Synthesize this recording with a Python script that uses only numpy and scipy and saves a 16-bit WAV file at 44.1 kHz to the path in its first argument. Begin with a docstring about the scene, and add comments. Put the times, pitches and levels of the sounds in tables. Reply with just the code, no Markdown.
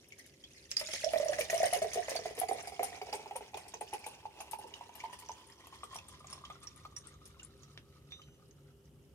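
"""A thick, foaming drink is poured from a can into a tall glass, close to a phone in a small room.
The uneven stream traps big bubbles that glug in the air column above the liquid, whose pitch rises
as the glass fills. Small bubbles ping and spray crackles; the growing foam muffles the pour until
only a trickle is left. Near the end the can taps the rim. The room rumbles and hums faintly."""
import sys
import numpy as np
from scipy import signal
from scipy.fft import rfft, irfft, next_fast_len
from scipy.io import wavfile

SR = 44100
rng = np.random.default_rng(int(sys.argv[2]) if len(sys.argv) > 2 else 0)


def store_wav(level_fs):
    """Save 16-bit WAV to argv[1]."""
    pcm = np.round(np.clip(np.atleast_2d(level_fs), -1, 1) * 32767)
    wavfile.write(sys.argv[1], SR, pcm.T.astype(np.int16))


N = 403074
TOP_HZ = 15800


def amp(db):
    """Decibels to gain."""
    return 10 ** (np.asarray(db) / 20)


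def unit(x):
    """Scale to rms 1."""
    return x / np.sqrt(np.mean(x ** 2) + 1e-20)


def along(points, hz):
    """(frequency [Hz], value) points read on a log axis."""
    knots_hz, values = np.transpose(points)
    return np.interp(np.log(hz + 1), np.log(knots_hz + 1), values)


def at(rows, time_s, column):
    """One column of a time table, read at time_s."""
    table = np.transpose(rows)
    return np.interp(time_s, table[0], table[column])


def curves(rows):
    """One value per sample for each column after the time."""
    return [at(rows, np.arange(N) / SR, column) for column in range(1, len(rows[0]))]


def wobble(rate_hz):
    """A random curve with rate_hz knots a second."""
    knots = rng.standard_normal(int(N * rate_hz / SR) + 2)
    return np.interp(np.arange(N) * rate_hz / SR, np.arange(len(knots)), knots)


def filtered(x, response):
    """x times a response of frequency."""
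    size = next_fast_len(N + SR // 4)
    return irfft(rfft(x, size) * response(np.fft.rfftfreq(size, 1 / SR)), size)[..., :N]


def coloured(x, points):
    """x shaped by a (frequency [Hz], gain [dB]) spectrum."""
    return filtered(x, lambda hz: amp(along(points, hz)))


def add(track, time_s, sound):
    """Mix a sound into a track."""
    start = int(np.clip(round(time_s * SR), 0, N - 1))
    track[start:start + len(sound)] += sound[:N - start]


def resonate(x, hz, width_hz):
    """A resonance of gain 1 whose pitch may move."""
    angle = (2 * np.pi * (np.cumsum(hz) / SR % 1)).astype(np.float32)
    carrier = np.cos(angle) + 1j * np.sin(angle)
    pole = np.exp(-np.pi * width_hz / SR)
    return 2 * np.real(carrier * signal.lfilter([1 - pole], [1, -pole], x * carrier.conj()))


def patter(shape, grain):
    """Noise of countless droplets, spikier with more grain; rms 1."""
    return unit(rng.standard_normal(shape) * np.exp(grain * np.minimum(rng.standard_normal(shape), 2)))


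def burst(t, t60_s, grain):
    """Grainy noise under a quick decay."""
    return patter(len(t), grain) * amp(-60 * t / t60_s)


def hum(centre_hz, width_hz):
    """A narrow noise band, heard as a wavering tone; rms 1."""
    return unit(filtered(rng.standard_normal(N), lambda hz: 1 / (1 + ((hz - centre_hz) / width_hz) ** 2)))


# Room air and rumble spectra: (frequency [Hz], gain [dB])
AIR_SPECTRUM = [(15, -39), (25, -53), (71, -13), (340, -3.5), (399, -5.5), (457, -10.5), (537, -6),
                (598, -17), (826, -21), (2420, -32), (2920, -21), (4040, -35.5), (9050, -31), (14300, -33),
                (15500, -60)]
RUMBLE_SPECTRUM = [(25, -37), (45, -24), (58, -0.5), (75, 0.5), (95, -1.5), (125, -5.5), (175, -9.5),
                   (300, -18.5), (600, -52)]
# Room bass: (time [s], rumble level [dB], drone level [dB])
BASS_LEVELS = [(0.0, -72.5, -76), (1.42, -61, -68), (4.18, -67.5, -80), (5.7, -66.5, -83), (5.98, -61, -68),
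               (9.01, -62.5, -60), (9.14, -59.5, -81)]


def background(air_db=-67, rumble_trim_db=-1, drone_trim_db=-3, hum_db=-72):
    """Room air, a low rumble and drone that come and go, and a faint wavering hum."""
    mid, side = rng.standard_normal((2, N))
    side = coloured(side, [(200, -20.5), (600, -4), (2000, -2)])
    air = unit(coloured(np.array([mid + side, mid - side]), AIR_SPECTRUM))
    rumble_db, drone_db = curves(BASS_LEVELS)
    rumble = unit(coloured(rng.standard_normal(N) + 0.3 * rng.standard_normal((2, N)), RUMBLE_SPECTRUM))
    drone = amp(drone_db + drone_trim_db) * hum(centre_hz=145, width_hz=7.5)
    faint_hum = amp(hum_db) * hum(centre_hz=398, width_hz=6.5)
    return amp(air_db) * air + amp(rumble_db + rumble_trim_db) * rumble + drone + faint_hum


# Wall decay: (frequency [Hz], t60 [s])
WALL_DECAY = [(150, 0.056), (600, 0.17), (2500, 0.11), (6000, 0.084), (14000, 0.056)]


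def room(x, walls_db=-9, near_db=-11, near_t60_s=0.13, onset_s=0.0025):
    """Nearby things echo at once, the walls with a short tail; both change as the splash moves about."""
    wet = np.zeros((2, N))
    block = SR // 2
    for start in range(0, N, block):
        hz, frame_s, noise = signal.stft(rng.standard_normal((2, SR // 4)), SR, nperseg=256)
        decay = amp(-60 * frame_s / along(WALL_DECAY, hz)[:, None])
        tails = signal.istft(noise * decay, SR, nperseg=256)[1]
        t = np.arange(tails.shape[1]) / SR
        tails *= 1 - np.exp(-t / onset_s)
        for port, tail in zip(wet, tails):
            near = burst(t, near_t60_s, grain=0.87)
            echoes = amp(walls_db) * tail / np.linalg.norm(tail)
            echoes += amp(near_db) * near / np.linalg.norm(near)
            add(port, start / SR, signal.fftconvolve(x[start:start + block], echoes))
    return wet


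# Microphone port colour: (frequency [Hz], left minus right [dB])
PORT_BALANCE = [(200, -2), (420, -1), (650, -5), (820, -4.5), (1100, 1.5), (2400, 0), (3200, -3),
                (5600, -7.5), (7000, -1), (8400, 6.5), (10000, 25.5), (14000, 7)]


def port_gains(hz):
    """Left and right port gains at constant total power."""
    left = amp(along(PORT_BALANCE, hz))
    return np.array([left, np.ones_like(left)]) * np.sqrt(2 / (1 + left ** 2))


# Can on rim: (time [s], ring level [dB], tick level [dB])
RIM_TAPS = [(7.776, -64, -38), (8.108, -51, -67), (8.121, -41, -44.5)]
# Full glass: (frequency [Hz], level [dB], t60 [s])
GLASS_MODES = [(2950, -26.5, 5.0), (3612, -0.5, 0.17), (3840, -8, 0.31), (5943, -12.5, 0.19),
               (6100, -21, 1.3), (7391, -43, 5.0)]
# Contact tick: (frequency [Hz], gain [dB])
TICK_SPECTRUM = [(900, -3), (1900, 7.5), (3000, 10), (5200, 0.5), (7000, -12), (10000, -13), (15000, -36)]


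def taps(ring_db=-3):
    """The can's lip touches the rim: a dry tick and a short ring of the full glass."""
    t = np.arange(SR // 4) / SR
    ring = sum(amp(db - 60 * t / t60_s) * np.sin(2 * np.pi * hz * t) for hz, db, t60_s in GLASS_MODES)
    rings, ticks = np.zeros((2, N))
    for time_s, db, tick_db in RIM_TAPS:
        add(rings, time_s, amp(db + ring_db) * ring)
        add(ticks, time_s, amp(tick_db) * burst(t, t60_s=0.014, grain=0.89))
    return rings + coloured(ticks, TICK_SPECTRUM)


# Foam head: (time [s], absorbed share of top treble [0-1])
FOAM_ABSORPTION = [(0, 0.19), (3, 0.46), (5.3, 0.19), (6.3, 0.85), (9.1, 1)]


def foam_head(x, edge_hz=10800):
    """The growing head of foam soaks up the highest treble."""
    share, = curves(FOAM_ABSORPTION)
    return x - share * filtered(x, lambda hz: 1 - 1 / (1 + (hz / edge_hz) ** 20))


# Main air resonance: (time [s], pitch [Hz])
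COLUMN_PITCH = [(0, 640), (1.2, 643), (1.7, 635), (2.15, 630), (2.45, 662), (3, 752), (4, 826), (5, 944),
                (6, 1060), (7, 1192), (9.1, 1330)]
# Closed-pipe modes, strongest near odd multiples: (ratio to main pitch, width [Hz], gain [dB])
COLUMN_MODES = [(0.67, 94, -17), (1, 159, 8.5), (1.78, 260, -10), (3.05, 322, 2)]


def air_column(x):
    """The air in the glass rings at a pitch that rises as it fills."""
    pitch_hz, = curves(COLUMN_PITCH)
    return sum(amp(db) * resonate(x, ratio * pitch_hz, width_hz) for ratio, width_hz, db in COLUMN_MODES)


def tiny_bubbles(start_s, hz, gain, cycles, wander=0.86):
    """Damped rings; each bubble's random place sets its phase and strength at the two ports."""
    t = np.arange(SR // 250) / SR
    hz = np.clip(hz, 300, TOP_HZ)[:, None]
    rings = gain[:, None] * np.exp((2j * np.pi - 1 / cycles) * hz * t) * (1 - np.exp(-hz * t))
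    index = (np.abs(start_s * SR).astype(int)[:, None] + np.arange(len(t))).ravel()
    place = wander * (rng.normal(size=hz.shape) * 1j + rng.normal(size=hz.shape) / 4)
    ports = [(rings * np.exp(side * place)).imag.ravel() for side in (1, -1)]
    return np.array([np.bincount(index, port, N)[:N] for port in ports])


def volleys(time_s, db, hz, t60_s, spread, cycles, linger=0.3, scatter_db=10.5):
    """A fading volley of 14 tiny bubbles per event, scattered around its pitch."""
    pitch_draw, size_draw, delay_draw = rng.standard_normal((len(time_s), 3, 14)).transpose(1, 2, 0)
    delay_s = linger * t60_s * delay_draw ** 2
    gain = amp(scatter_db * size_draw - 20 * delay_s / t60_s)
    gain = amp(db) * gain / np.linalg.norm(gain, axis=0)
    pitch_hz = hz * np.exp(spread * pitch_draw)
    return tiny_bubbles((time_s + delay_s).ravel(), pitch_hz.ravel(), gain.ravel(), cycles)


def strays(count, column, over_db, scatter_db=7, ceiling_db=-41):
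    """Times and levels of faint, loosely spaced events that follow one column of POUR_LEVELS."""
    jitter, size = rng.uniform(-1.1, 1, (count, 2)).T
    time_s = np.clip((np.arange(count) + 0.5 + jitter) / count, 0, 1) * N / SR
    db = at(POUR_LEVELS, time_s, column) + over_db + scatter_db * size
    return time_s, np.minimum(db, ceiling_db)


# Loudest bursts of spray and breaking foam: (time [s], level [dB], pitch [Hz])
SPRAY_BURSTS = [(0.185, -46.5, 9160), (0.2624, -50, 8750), (0.702, -42.5, 9930), (0.767, -36.5, 9100),
                (0.7952, -34, 10800), (0.9347, -37, 9260), (1.0034, -44, 8900), (1.0435, -44, 8600),
                (1.1054, -45.5, 8500), (1.1742, -40, 8420), (1.248, -41.5, 9460), (1.3923, -27.5, 9530),
                (1.4994, -26.5, 7930), (1.5425, -32.5, 8760), (1.579, -36.5, 9820), (1.6307, -35, 9700),
                (1.6523, -29.5, 8400), (1.733, -26.5, 9900), (1.8234, -37, 8500), (1.934, -31.5, 9900),
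                (2.0926, -32, 9340), (2.153, -38, 9200), (2.3856, -26, 10340), (2.4843, -34.5, 8750),
                (2.5186, -38, 9200), (2.6736, -37, 8500), (2.832, -28, 9200), (3.1315, -34, 9060),
                (3.358, -34.5, 9950), (3.57, -40, 9550), (3.681, -44, 9700), (3.8079, -38.5, 8700),
                (3.933, -37.5, 9800), (4.0639, -35.5, 8370), (4.403, -38, 8800), (4.5114, -31.5, 10400),
                (4.586, -40.5, 10700), (4.953, -41, 10700), (5.1267, -45.5, 9800), (5.1894, -39.5, 9200),
                (5.67, -45.5, 8940), (5.8397, -42, 9800), (5.9438, -33.5, 8870), (6.0826, -40, 9030),
                (6.3008, -44.5, 9300), (6.329, -40.5, 9300), (6.6308, -46, 9040), (6.7607, -46.5, 9350),
                (6.9663, -40.5, 8300), (7.0699, -41.5, 9400), (7.2552, -38.5, 8700), (7.432, -43, 8300)]
# Crackle: (frequency [Hz], gain [dB])
FIZZ_SPECTRUM = [(1500, -8), (3500, -3), (6000, -3.5), (7800, -5), (9300, 7.5), (10500, 1.5), (12000, 5),
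                 (14500, -6), (16000, -19)]


def spray(crackle_db=6, patter_db=-10, tick_db=-1, tick_hz=11500, tick_lag_s=0.0035, faint_hz=9350):
    """Foam breaks: a volley of tiny bubbles, ticks of snapping films, then a patter of fine droplets."""
    faint = np.column_stack([*strays(70, BUBBLING, over_db=7.5), np.full(70, faint_hz)])
    time_s, db, hz = np.vstack([faint, SPRAY_BURSTS]).T
    t60_s = 0.044 * np.exp((db + 39) / 42)  # louder bursts last longer
    crackle = volleys(time_s, db + crackle_db, hz, t60_s, spread=0.228, cycles=10)
    ticks = volleys(time_s + tick_lag_s, db + tick_db, tick_hz, t60_s,
                    spread=0.2, cycles=1.3, linger=0.24, scatter_db=7)
    t = np.arange(SR // 6) / SR
    attack = 1 - np.exp(-t / 0.0036)
    for start_s, level_db, patter_t60_s in zip(time_s, db + patter_db, 2.67 * t60_s):
        for port in crackle:
            add(port, start_s, amp(level_db) * attack * burst(t, patter_t60_s, grain=0.8))
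    return coloured(crackle, FIZZ_SPECTRUM) + ticks


def surges(depth_db=7, fade_s=0.029, lull_db=-3):
    """The uneven stream swells with each loud burst of spray and sinks between them."""
    t = np.arange(N) / SR
    starts_s = np.concatenate([[-1], np.sort(np.transpose(SPRAY_BURSTS)[0])])
    since_s = t - starts_s[np.searchsorted(starts_s, t) - 1]
    return amp(lull_db + depth_db * np.exp(-since_s / fade_s))


def bubble_cloud(count=6500, centre_hz=4100, spread=0.531, scatter_db=3):
    """Tiny bubbles of random size and pitch ring at random times; rms 1."""
    hz = centre_hz * np.exp(spread * rng.standard_normal(count))
    gain = amp(scatter_db * np.minimum(rng.exponential(size=count), 4))
    return unit(tiny_bubbles(rng.uniform(0, N / SR, count), hz, gain, cycles=5))


# Steady pour: (time [s], churn level [dB], bubbling level [dB])
POUR_LEVELS = [(0.0, -75, -66.5), (0.73, -80, -64), (0.89, -75, -46), (1.25, -48.5, -55.5),
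               (1.7, -49, -47.5), (1.91, -53, -52.5), (2.44, -50.5, -56.5), (3.0, -55.5, -60),
               (3.36, -53, -63.5), (3.77, -64, -65), (3.94, -55, -59), (4.12, -57.5, -67.5),
               (5.09, -60, -66), (6.39, -61.5, -67), (8.68, -78, -81), (9.14, -86, -81.5)]
CHURN, BUBBLING = 1, 2  # its columns
# Bubbling: (frequency [Hz], gain [dB])
BUBBLE_SPECTRUM = [(900, -23), (1500, -5.5), (1900, 4.5), (2500, 0), (4000, -0.5), (5500, 7), (7000, 4.5),
                   (9000, -21), (15000, -15)]


def stream(churn_trim_db=-1, cloud_db=1.5, wash_db=-5, foam_db=-7, flutter_db=3.5):
    """The stream churns the glass and keeps a cloud of bubbles and foam going."""
    churn_db, bubbling_db = curves(POUR_LEVELS)
    churn = amp(churn_db + churn_trim_db) * unit(air_column(patter(N, grain=2.15)))
    cloud = amp(cloud_db) * unit(coloured(bubble_cloud(), BUBBLE_SPECTRUM))
    wash = amp(wash_db) * unit(coloured(patter((2, N), grain=0.99), BUBBLE_SPECTRUM))
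    foam_spectrum = [(4000, -41), (7800, -0.5), (9400, 6.5), (11500, -4), (15500, -54)]
    foam = amp(foam_db) * unit(coloured(patter((2, N), grain=6.1), foam_spectrum))
    pour = churn + amp(bubbling_db) * (cloud + wash + foam)
    return amp(flutter_db * wobble(rate_hz=35)) * surges() * pour


def small_pings(low_hz=1804, high_hz=6220, t60_s=0.016):
    """Fainter drops of any size fall all through the pour; rows as in CLEAR_PINGS."""
    time_s, db = strays(120, BUBBLING, over_db=8)
    hz = np.exp(rng.uniform(np.log(low_hz), np.log(high_hz), len(db)))
    return np.column_stack([time_s, db, hz, np.full(len(db), t60_s)])


# Clearest small bubbles and drops: (time [s], level [dB], pitch [Hz], t60 [s])
CLEAR_PINGS = [(0.1219, -45, 2280, 0.025), (0.4386, -47.5, 3240, 0.056), (0.715, -27, 5380, 0.0089),
               (0.767, -24.5, 4860, 0.042), (0.7977, -29, 5070, 0.026), (0.8714, -38.5, 6870, 0.023),
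               (0.938, -32, 6150, 0.015), (1.044, -28, 5490, 0.016), (1.284, -33, 5700, 0.018),
               (1.332, -31, 1870, 0.025), (1.3848, -31.5, 2030, 0.019), (1.4097, -26.5, 2320, 0.015),
               (1.499, -26.5, 1900, 0.018), (1.5776, -36, 5900, 0.025), (1.6646, -34.5, 2002, 0.044),
               (1.7335, -33, 2070, 0.025), (1.933, -34, 6140, 0.023), (2.0829, -37.5, 2070, 0.025),
               (2.163, -30, 4540, 0.025), (2.4862, -40, 2050, 0.035), (3.1272, -34, 4850, 0.021),
               (3.5424, -39.5, 2450, 0.019), (3.741, -39, 6080, 0.025), (3.935, -42.5, 2580, 0.036),
               (4.042, -42, 2310, 0.025), (4.7385, -38.5, 2950, 0.021), (5.002, -42, 2240, 0.038),
               (5.2877, -42, 5800, 0.018), (5.3168, -42.5, 6070, 0.025), (5.9868, -43.5, 2600, 0.029),
               (6.27, -44.5, 6560, 0.014), (6.3275, -42, 5340, 0.036), (6.4514, -45.5, 3150, 0.032),
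               (6.6713, -40.5, 5570, 0.034), (6.9641, -41, 5600, 0.066), (7.255, -54, 5950, 0.025),
               (7.396, -48.5, 2740, 0.04), (7.431, -48, 7290, 0.025), (7.6326, -48.5, 6150, 0.0092),
               (8.2172, -51, 3000, 0.032), (8.5096, -56.5, 6340, 0.019)]


def pings(ring_db=5, satellite_db=-3, snap_db=-14, column_db=-6, attack_cycles=2):
    """A bubble pinches off with a snap that stirs the air column, rings upward and sheds smaller ones."""
    t = np.arange(SR // 12) / SR
    rings, snaps = np.zeros(N), np.zeros((2, N))
    drops = np.vstack([small_pings(), CLEAR_PINGS])
    for time_s, db, hz, t60_s in drops:
        glide_per_s = rng.normal(4.3, 1.2)
        phase = 2 * np.pi * hz * t * (1 + glide_per_s * t / 2)
        envelope = (1 - np.exp(-t * hz / attack_cycles)) * amp(-60 * t / t60_s)
        add(rings, time_s, amp(db + ring_db) * envelope * np.sin(phase))
        for port in snaps:
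            add(port, time_s, amp(db + snap_db) * burst(t, t60_s=0.063, grain=1))
    time_s, db, hz, t60_s = drops.T
    satellites = volleys(time_s, db + satellite_db, hz * 1.076, t60_s, spread=0.17, cycles=13.4)
    column = amp(column_db) * air_column(snaps[0])
    return rings + satellites + 2 * coloured(snaps, BUBBLE_SPECTRUM) + column


# Low resonances: (frequency [Hz], width [Hz], gain [dB])
HOLLOW_MODES = [(423, 63, 6.5), (501, 146, -1.5)]


def sloshing(x):
    """Sloshing stirs low, hollow resonances, most strongly in the half-full glass."""
    def response(hz):
        modes = sum((-1) ** k * amp(db) * 1j * hz * width / (centre ** 2 - hz ** 2 + 1j * hz * width)
                    for k, (centre, width, db) in enumerate(HOLLOW_MODES))
        return modes * amp(along([(250, 6), (380, 6.5)], hz))
    depth_db, = curves([(1.6, -18), (2, -2.5), (4.5, -5.5), (6, -23)])
    return filtered(amp(depth_db) * x, response)


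# Splash heard directly: (frequency [Hz], gain [dB])
SLAP_SPECTRUM = [(300, -58), (520, -4), (700, 11), (1100, -1.5), (1500, -16), (2400, 0), (3300, -12),
                 (6000, -43)]


def slapping(x):
    """Slaps on the surface get out more freely as it nears the rim."""
    rim_db, = curves([(1, -12), (3, 5), (5, 6.5), (6.5, 5.5)])
    return amp(rim_db) * coloured(x, SLAP_SPECTRUM)


def small_glugs(spread=0.1, splash_db=-12, slosh_db=-9):
    """Lesser bubbles gurgle near the air column's pitch; rows as in BIG_GLUGS, from its first on."""
    time_s, db = strays(130, CHURN, over_db=7)
    hz = at(COLUMN_PITCH, time_s, column=1) * np.exp(spread * rng.standard_normal(len(db)))
    return np.column_stack([time_s, db, hz, db + splash_db, db + slosh_db])[time_s > BIG_GLUGS[0][0]]


# Glug envelope, curter as the drink deepens: (time [s], typical rise [s], roundness exponent)
GLUG_SHAPE = [(1.25, 0.006, 1.75), (1.7, 0.0044, 1.37), (2, 0.0026, 0.83), (3.4, 0.0037, 0.85),
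              (4.5, 0.0022, 0.83), (7, 0.0023, 0.83)]
# Loudest trapped bubbles: (time [s], ring level [dB], pitch [Hz], splash level [dB], slosh level [dB])
BIG_GLUGS = [(0.811, -35.5, 617, -37.5, -55), (0.886, -42.5, 617, -45, -62), (0.936, -49, 610, -39, -57),
             (1.038, -26.5, 627, -46, -56), (1.061, -25.5, 624, -68, -48), (1.134, -19, 638, -34, -53),
             (1.158, -22.5, 611, -39.5, -54), (1.198, -23.5, 588, -42, -36), (1.228, -27.5, 635, -50, -56),
             (1.258, -24.5, 630, -55, -42), (1.29, -24.5, 592, -59, -31), (1.323, -31.5, 726, -47, -55),
             (1.386, -25.5, 620, -38.5, -55), (1.406, -30.5, 524, -39, -56), (1.498, -31.5, 644, -55, -49),
             (1.528, -23, 639, -36, -45), (1.543, -23, 646, -43, -36), (1.602, -21, 652, -63, -55),
             (1.631, -15.5, 667, -37, -44), (1.665, -29, 583, -51, -56), (1.727, -21.5, 665, -37, -55),
             (1.76, -31, 538, -38.5, -38), (1.818, -22.5, 644, -38.5, -40), (1.844, -28.5, 679, -41.5, -38),
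             (1.956, -30.5, 673, -48, -37.5), (1.972, -24, 672, -42.5, -38.5), (2.083, -32, 587, -41, -59),
             (2.116, -30, 579, -45, -53), (2.155, -26.5, 664, -63, -49), (2.191, -35, 670, -47, -44.5),
             (2.257, -25, 670, -42, -45.5), (2.378, -40, 486, -43.5, -47), (2.415, -27, 747, -38.5, -60),
             (2.433, -27, 734, -46, -49), (2.488, -29, 745, -50, -42), (2.512, -22.5, 738, -53, -36),
             (2.673, -37, 733, -52, -53), (2.794, -25.5, 717, -42, -35.5), (2.828, -33.5, 748, -39.5, -46),
             (3.015, -31.5, 760, -45.5, -48), (3.127, -29.5, 791, -42.5, -39),
             (3.31, -31.5, 783, -47.5, -58), (3.359, -41, 910, -48, -58), (3.544, -34.5, 804, -48, -45),
             (3.573, -51, 780, -46, -57), (3.738, -46, 945, -47.5, -51.5), (3.812, -36.5, 826, -46, -47),
             (3.929, -33.5, 840, -52, -45), (3.941, -30.5, 814, -44.5, -49), (4.063, -39.5, 842, -48, -50),
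             (4.254, -32.5, 842, -60, -62), (4.405, -36.5, 826, -47.5, -71), (4.533, -29.5, 890, -46, -59),
             (4.589, -37, 820, -66, -56), (4.64, -40.5, 890, -72, -43), (4.81, -38.5, 915, -53.5, -61),
             (4.893, -45, 930, -57, -65), (5.038, -32.5, 926, -47, -48.5), (5.129, -41.5, 950, -53, -52),
             (5.294, -31.5, 924, -56, -48.5), (5.671, -44.5, 993, -64, -70), (5.833, -36, 1160, -51, -41),
             (5.929, -42, 1070, -60, -51), (5.957, -38, 965, -50.5, -50), (6.328, -42.5, 1120, -55.5, -48),
             (6.439, -41, 1126, -69, -64), (6.501, -42, 1200, -50, -59), (6.851, -42, 1230, -53.5, -63),
             (8.194, -53, 1220, -65, -68)]


def glugs(ring_trim_db=-1, splash_trim_db=9, slap_trim_db=8, slosh_trim_db=16):
    """Big bubbles pulled under swell and die; each splash slaps, sloshes and rings the air column."""
    t = np.arange(SR // 8) / SR
    rings, splashes, slaps, sloshes = np.zeros((4, N))
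    for time_s, ring_db, hz, splash_db, slosh_db in np.vstack([small_glugs(), BIG_GLUGS]):
        rise_s = at(GLUG_SHAPE, time_s, column=1) * np.exp(0.23 * rng.normal())
        roundness = at(GLUG_SHAPE, time_s, column=2)
        envelope = (t / rise_s * np.exp(1 - t / rise_s)) ** roundness
        glide_per_s = rng.normal(2, 4)  # the pitch mostly lifts as a bubble nears the surface
        phase = 2 * np.pi * hz * t * (1 + glide_per_s * (t / 2 - rise_s))
        add(rings, time_s, amp(ring_db + ring_trim_db) * envelope * np.sin(phase))
        add(splashes, time_s, amp(splash_db + splash_trim_db) * burst(t, t60_s=0.064, grain=0.13))
        add(slaps, time_s, amp(splash_db + slap_trim_db) * burst(t, t60_s=0.049, grain=0.13))
        add(sloshes, time_s, amp(slosh_db + slosh_trim_db) * burst(t, t60_s=0.13, grain=0.67))
    return rings + air_column(splashes) + slapping(slaps) + sloshing(sloshes)


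def scene(left_lead_s=0.00013):
    """The pour reaches the left port slightly first; each port colours it in its own way."""
    pour = glugs() + pings() + taps() + foam_head(spray() + stream())
    advance_s = np.array([[0.5], [-0.5]]) * left_lead_s
    direct = filtered(pour, lambda hz: np.exp(2j * np.pi * hz * advance_s))
    return filtered(direct + room(pour[0]), port_gains) + background()


def record(dry):
    """The phone keeps nothing above its band limit."""
    return filtered(dry, lambda hz: hz < TOP_HZ)


dry = scene()
out = record(dry)
store_wav(out)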